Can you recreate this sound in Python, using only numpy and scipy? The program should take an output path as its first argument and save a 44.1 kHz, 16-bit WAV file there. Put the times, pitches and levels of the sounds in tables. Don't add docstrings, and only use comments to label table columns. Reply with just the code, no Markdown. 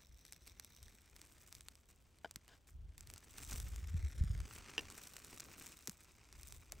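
import sys
import numpy as np
from scipy import signal
from scipy.fft import rfft, irfft
from scipy.io import wavfile
from scipy.ndimage import uniform_filter1d

SR = 44100
rng = np.random.default_rng(int(sys.argv[2]) if len(sys.argv) > 2 else 0)


def output_pcm(signal):
    pcm = np.clip(np.atleast_2d(signal).T, -1, 1) * 32767
    wavfile.write(sys.argv[1], SR, np.round(pcm).astype(np.int16))


N = 299880
TIME = np.arange(N) / SR
FREQS = np.fft.rfftfreq(N, 1 / SR)
OPPOSITE = np.array([[1], [-1]])
# (frequency [Hz], relative level [dB])
GRAIN_COLOUR = [(150, -18), (700, -8), (1300, -4), (2400, -1.5), (3000, -4.5), (3700, -1), (5900, 3),
                (6900, 1), (7700, 4.5), (11400, 2.5), (13000, -3.5), (16000, -10)]


def from_db(db):
    return 10 ** (np.asarray(db) / 20)


def rms_one(x):
    return x / np.sqrt(np.mean(x ** 2) + 1e-20)


def in_time(rows):
    times, *columns = np.transpose(rows)
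    return [np.interp(TIME, times, column) for column in columns]


def coloured(x, spectrum):
    hz, db = np.transpose(spectrum)
    size = x.shape[-1]
    log_freqs = np.log(np.fft.rfftfreq(size, 1 / SR) + 1)
    gain = from_db(np.interp(log_freqs, np.log(hz), db))
    return rms_one(irfft(rfft(x) * gain, size))


def drift(rate_hz):
    spectrum = rfft(rng.standard_normal(N))
    return rms_one(irfft(spectrum / (1 + (FREQS / rate_hz) ** 2), N))


def ring(x, hz, t60):
    radius = from_db(-60 / (t60 * SR))
    angle = 2 * np.pi * hz / SR
    feedback = [1, -2 * radius * np.cos(angle), radius * radius]
    return signal.lfilter([0, np.sin(angle)], feedback, x + 1e-18)


def stereo_noise(side_db):
    mid, side = rng.standard_normal((2, N))
    return mid + from_db(side_db) * side * OPPOSITE


def add(out, start_s, sound):
    at = round(start_s * SR)
    out[..., at:at + sound.shape[-1]] += sound[..., :N - at]


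def swells(rows, rise_db, fall_db_per_s):
    power = 0
    for start_s, length_s, db in rows:
        below_before = rise_db * (start_s - TIME) / length_s
        below_after = fall_db_per_s * (TIME - start_s - length_s)
        below = np.clip(np.maximum(below_before, below_after), 0, 100)
        power = power + from_db(db - below) ** 2
    return np.sqrt(power)


def sleeve(ring_hz=5750, ring_s=0.0014):
    # (time [s], rubbing level before offset [dB], crackle level before offset [dB])
    movement = [(0.0, -86.5, -83), (0.58, -77.5, -82.5), (0.76, -76.5, -76), (1.06, -76.5, -83),
                (1.48, -74.5, -77), (1.89, -84, -90.5), (2.54, -79.5, -90), (2.76, -91.5, -99),
                (2.99, -78, -99), (3.16, -74, -81.5), (3.56, -67.5, -66), (3.79, -68.5, -77),
                (4.0, -67, -86), (4.3, -69.5, -86.5), (4.71, -61.5, -93), (5.08, -69, -72.5),
                (5.61, -66, -75), (5.87, -74.5, -74), (6.14, -73.5, -83.5), (6.34, -73, -92),
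                (6.48, -77.5, -70.5), (6.8, -72, -91)]
    # (time [s], length [s], level [dB])
    brush_times = [(0.0, 0.024, -69.5), (0.22, 0.14, -73), (0.46, 0.021, -64.5), (1.19, .05, -70.5),
                   (1.52, .04, -70.5), (1.89, 0.021, -71), (2.675, 0.02, -69.5), (2.98, 0.026, -72),
                   (3.08, 0.07, -72), (3.37, 0.065, -58.5), (3.5, 0.059, -54), (4.5, 0.082, -62),
                   (4.95, 0.11, -60.5), (5.33, 0.015, -57.5), (5.6, 0.12, -60.5), (6.38, 0.18, -68.5)]
    # (time [s], length [s], level [dB])
    fold_times = [(3.08, 0.074, -66), (4.7, 0.14, -70), (5.36, 0.23, -68.5), (6.72, .08, -66.5)]
    # (frequency [Hz], relative level [dB])
    cloth_colour = [(120, 3), (300, 6), (520, -3), (750, 0), (1250, 3), (1700, 1), (2400, 5), (3150, -2.5),
                    (3900, -4), (4700, -2.5), (5900, -1.5), (9000, -5.5), (16000, -29)]
    # (frequency [Hz], relative level [dB])
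    crackle_colour = [(700, -25), (2200, -12.5), (3100, -7.5), (3800, 1.5), (4500, -10.5), (5800, 3.5),
                      (6800, -1), (7500, 5), (9300, 1.5), (11300, 0), (12800, -4.5), (14200, -1),
                      (15600, 2), (16400, -62)]
    # (time [s], level against the crackle before offset [dB])
    ringing = [(0, 5), (.85, 4.5), (1.25, -29)]

    rub_db, crackle_db = in_time(movement)
    brush = swells(brush_times, rise_db=28.5, fall_db_per_s=317)
    rubbing = np.hypot(from_db(rub_db + 3.5), from_db(-3) * brush)
    crackling = np.hypot(from_db(crackle_db + 7.5), brush)
    heavy_folds = swells(fold_times, rise_db=45, fall_db_per_s=202)
    bending = np.hypot(from_db(-6.5) * rubbing, heavy_folds)

    rub = friction(cloth_colour, per_s=970, spread_db=5.5, grain_s=0.00082,
                   hiss_db=-11.5, clump_db=2.5, side_db=-32)
    crackle = friction(crackle_colour, per_s=480, spread_db=5.6, grain_s=0.00028,
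                       hiss_db=-13, clump_db=2.0, side_db=-12)
    thin_ring = rms_one(ring(crackle, ring_hz, ring_s))
    crackle = crackle + from_db(in_time(ringing)[0] - 8.0) * thin_ring
    flapping = from_db(3.2 * drift(25)) * stereo_noise(side_db=-11)
    folds = coloured(flapping, [(60, 1.5), (140, 5.5), (420, 2.0), (750, -9), (1500, -20.5)])
    strays = from_db(-9.5) * np.hypot(rubbing, crackling) * stray_grains()
    return snow_reflection(rubbing * rub + crackling * crackle + strays) + bending * folds


def friction(spectrum, per_s, spread_db, grain_s, hiss_db, clump_db, side_db):
    sizes = from_db(spread_db * np.minimum(rng.exponential(1, N), 3.5))
    slips = sizes * (rng.random(N) < per_s / SR)
    power = signal.lfilter([1], [1, -np.exp(-1 / (grain_s * SR))], slips ** 2 + 1e-18)
    bursts = rms_one(np.sqrt(power))
    strength = (bursts + from_db(hiss_db)) * from_db(clump_db * drift(47))
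    strength = strength / np.sqrt(uniform_filter1d(strength ** 2, size=SR // 10))
    return coloured(strength * stereo_noise(side_db), spectrum)


def stray_grains(per_s=30, spread_db=3):
    sizes = from_db(spread_db * rng.uniform(-1.7, 1.7, N))
    snaps = (rng.random(N) < per_s / SR) * sizes
    crumbling = signal.lfilter([1], [1, -np.exp(-1 / (0.00092 * SR))], snaps + 1e-18)
    return coloured(crumbling * stereo_noise(side_db=-14.5), GRAIN_COLOUR)


def snow_reflection(x):
    # (time [s], delay [ms], level [dB])
    echo_path = [(0, .5, -14), (.95, .5, -13), (1.2, .6, -26), (3.6, .65, -20), (4.03, .5, -6),
                 (4.33, .59, -5), (4.55, .66, -17), (6.8, .83, -20)]
    delay_ms, echo_db = in_time(echo_path)
    late = TIME - delay_ms / 1000
    echo = np.array([np.interp(late, TIME, channel) for channel in x])
    return x + from_db(echo_db) * echo


def ticks(ring_cycles=15.0, ring_db=-21, side_db=-10, level_db=-23, lead_s=0.0012, top_ratio=2.74):
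    # (time [s], level before level_db is added [dB], ring frequency [Hz])
    grains = [(0.2506, -39.5, 6000), (0.323, -32, 6250), (0.331, -37, 5560), (0.476, -37.5, 5830),
              (0.5968, -29.5, 6400), (0.6459, -36, 5850), (0.828, -38.5, 8700), (0.8812, -44, 1900),
              (1.1631, -39, 6050), (1.215, -36.5, 8400), (1.5254, -33.5, 7400), (1.5501, -35, 8600),
              (1.6075, -36.5, 3830), (1.684, -31, 4630), (1.7533, -43, 5670), (2.1855, -49.5, 4570),
              (2.31, -33.5, 8000), (2.3584, -27.5, 8000), (2.479, -42.5, 3020), (2.672, -50, 8400),
              (2.979, -36.5, 7800), (3.007, -34.5, 8100), (3.072, -39, 5010), (3.1, -34.5, 4700),
              (3.137, -33, 7600), (3.16, -40, 1470), (3.1786, -37.5, 7800), (3.3826, -33.5, 1640),
              (3.433, -34, 2730), (3.5111, -30.5, 7700), (3.5307, -30, 7660), (3.581, -34.5, 6030),
              (3.6, -28.5, 7640), (3.76, -33.5, 7340), (4.2372, -39.5, 2490), (4.402, -36, 2410),
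              (4.584, -36.5, 2970), (4.9003, -34.5, 1450), (4.9106, -39.5, 1100), (5.071, -35, 8940),
              (5.1657, -30.5, 3020), (5.246, -35, 9100), (5.398, -31.5, 5850), (5.403, -28, 7500),
              (5.873, -22.5, 7800), (5.8775, -31.5, 7740), (5.8948, -27, 7700), (6.326, -38.5, 7300),
              (6.4315, -35, 6500), (6.523, -33, 6300), (6.7204, -26, 7900)]
    out = np.zeros((2, N))
    t = TIME[:SR // 60]
    crumble = 0.1 * np.exp(-t / 0.0006) + 0.022 * np.exp(-t / 0.004)
    for start_s, db, hz in grains:
        mid, side = rng.standard_normal((2, len(t)))
        noise = mid + from_db(side_db) * side * OPPOSITE
        snap = (t == 0) + crumble * noise
        tick = snap + from_db(ring_db) * ring(snap, hz, ring_cycles / hz)
        tick = np.pad(tick, [(0, 0), (round(lead_s * SR), 0)])
        top_hz = np.clip(top_ratio * hz, 0.15 * SR, 0.45 * SR)
        softened = signal.lfilter(*signal.butter(1, top_hz, fs=SR), tick)
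        smeared = signal.lfilter([-0.75, 1], [1, -0.75], softened)
        add(out, start_s, from_db(db + level_db) * coloured(smeared, GRAIN_COLOUR))
    return out


def body(force, modes):
    rings = sum(from_db(db) * ring(force, hz, t60) for hz, db, t60 in modes)
    high_pass = signal.butter(2, 260, "high", fs=SR, output="sos")
    return signal.sosfilt(high_pass, rings)


def knock(hits, modes, grit_db, grit_s):
    force = np.zeros(N)
    t = TIME[:SR // 30]
    for start_s, db in hits:
        rough = np.diff(rng.standard_normal(len(t) + 1))
        grit = from_db(grit_db) * np.exp(-t / grit_s) * rough
        add(force, start_s, from_db(db) * ((t == 0) + grit))
    return body(force, modes)


def knife(slide_db=-1, hiss_db=-4):
    # (time [s], strength of the blow [dB])
    landings = [(2.2464, -42.5), (2.2477, -44), (2.2512, -57), (2.2575, -47.5)]
    # (frequency [Hz], relative level [dB], time to fall 60 dB [s])
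    knife_modes = [(330, -38, 0.02), (484, -2, 0.027), (684, -3.5, 0.052), (850, -2, 0.014),
                   (980, 0, 0.012), (1506, 1.5, 0.016), (1610, -11.5, 0.02), (2290, -21, 0.038),
                   (3020, -5, 0.0094), (3480, -16, 0.01), (4790, -21, 0.036)]
    # (time [s], level before slide_db is added [dB])
    slide_curve = [(2.484, -100), (2.489, -58.5), (2.5, -70.5), (2.54, -67), (2.562, -76), (2.59, -100)]
    landing = knock(landings, knife_modes, grit_db=-19, grit_s=0.003)
    drag = np.diff(rng.standard_normal(N + 1))
    hiss = coloured(stereo_noise(side_db=-44), [(300, 13), (3500, 1), (8000, 2), (12000, -27)])
    slide = rms_one(body(drag, knife_modes)) + from_db(hiss_db) * hiss
    return landing + from_db(in_time(slide_curve)[0] + slide_db) * slide


def rod(lag_s=0.00002):
    # (time [s], strength of the blow [dB])
    clacks = [(4.7801, -30.5), (4.7827, -44), (4.7925, -36.5)]
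    # (frequency [Hz], relative level [dB], time to fall 60 dB [s])
    rod_modes = [(330, -21, 0.069), (453, -13.5, 0.086), (1044, -12, 0.015), (1820, -11, 0.042),
                 (2260, -25, 0.0076), (2784, 1.5, 0.032), (3020, -2.5, 0.025), (3240, -18, 0.018),
                 (3740, -6.5, 0.0058), (4800, -6.5, 0.012), (5630, -15, 0.04)]
    clack = knock(clacks, rod_modes, grit_db=-19, grit_s=0.002)
    left = np.interp(TIME - lag_s, TIME, clack)
    return np.array([left, clack])


def thumps(skew=0.18):
    # (time [s], height of the swell [dB], pitch [Hz], length [s])
    pushes = [(2.365, -47.5, 148, 0.0062), (3.538, -35, 65.7, 0.0076), (3.932, -32, 82.6, 0.067),
              (3.94, -37.5, 145, 0.017), (4.031, -29.5, 70.4, 0.043), (4.209, -22, 66.4, 0.019),
              (4.237, -30.5, 109, 0.012), (4.298, -30, 91, 0.028), (5.882, -45, 330, 0.0059),
              (5.888, -44.5, 178, 0.016), (6.7254, -51.5, 630, 0.005)]
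    out = np.zeros((2, N))
    t = TIME[:SR // 6]
    for start_s, db, hz, length_s in pushes:
        age = 3 * t / length_s
        swell = (age * np.exp(1 - age)) ** 2
        offset = skew * rng.choice([-1, 1]) * OPPOSITE
        add(out, start_s, from_db(db) * swell * np.sin(2 * np.pi * hz * t + offset))
    return out


def wind(breeze_db=-70.5, hush_db=-76.5):
    # (time [s], length [s], level [dB])
    gust_times = [(0.1, 0.053, -59.5), (0.43, .14, -65.5), (0.81, 0.062, -59.5), (1.13, 0.029, -64.5),
                  (1.56, 0.14, -68), (2.75, .15, -52.5), (2.99, 0.16, -60.5), (3.56, 0.52, -45.5),
                  (4.2, .22, -41), (4.52, 0.11, -60.5), (4.79, 0.099, -61), (6.36, 0.25, -59.5),
                  (6.7, 0.12, -59.5)]
    # (frequency [Hz], relative level [dB])
    rumble_colour = [(15, -14), (28, -13.5), (45, 3), (75, 3), (110, -8), (170, -19.5), (260, -40),
                     (500, -43.5), (1500, -63)]
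    # (frequency [Hz], relative level [dB])
    hush_colour = [(30, -5), (120, 13), (300, 5.5), (1100, -4.5), (2300, -12.5), (3200, -6.5), (6000, -19),
                   (16000, -22)]
    rumble = coloured(stereo_noise(side_db=-14), rumble_colour)
    power = uniform_filter1d(np.mean(rumble ** 2, axis=0), size=SR // 16)
    evened = rumble / np.sqrt(power)
    hush = from_db(hush_db) * coloured(stereo_noise(side_db=-7.5), hush_colour)
    gusts = swells(gust_times, rise_db=47.5, fall_db_per_s=336)
    flow = np.hypot(from_db(breeze_db), gusts)
    return flow * evened + hush


def scene(knife_left_db=0.8):
    placed_knife = knife() * from_db(knife_left_db * OPPOSITE)
    return sleeve() + ticks() + placed_knife + rod() + thumps() + wind()


def record(dry, cutoff_hz=16600):
    # (frequency [Hz], lead of the left port [radians])
    port_phase = [(8500, 0), (9400, -1.9), (10200, -3.14), (11650, -6.1), (12400, -6.5), (13750, -9.42),
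                  (15300, -12.5)]
    left, right = rfft(dry)
    lean = from_db(np.interp(FREQS, [0, 800, 1600], [0.3, 1.0, 0]))
    turn = np.exp(-1j * np.interp(FREQS, *np.transpose(port_phase)))
    low_pass = 1 / np.sqrt(1 + (FREQS / cutoff_hz) ** 200)
    return irfft(np.array([left * lean, right / lean * turn]) * low_pass, N)


dry = scene()
out = record(dry)
output_pcm(out)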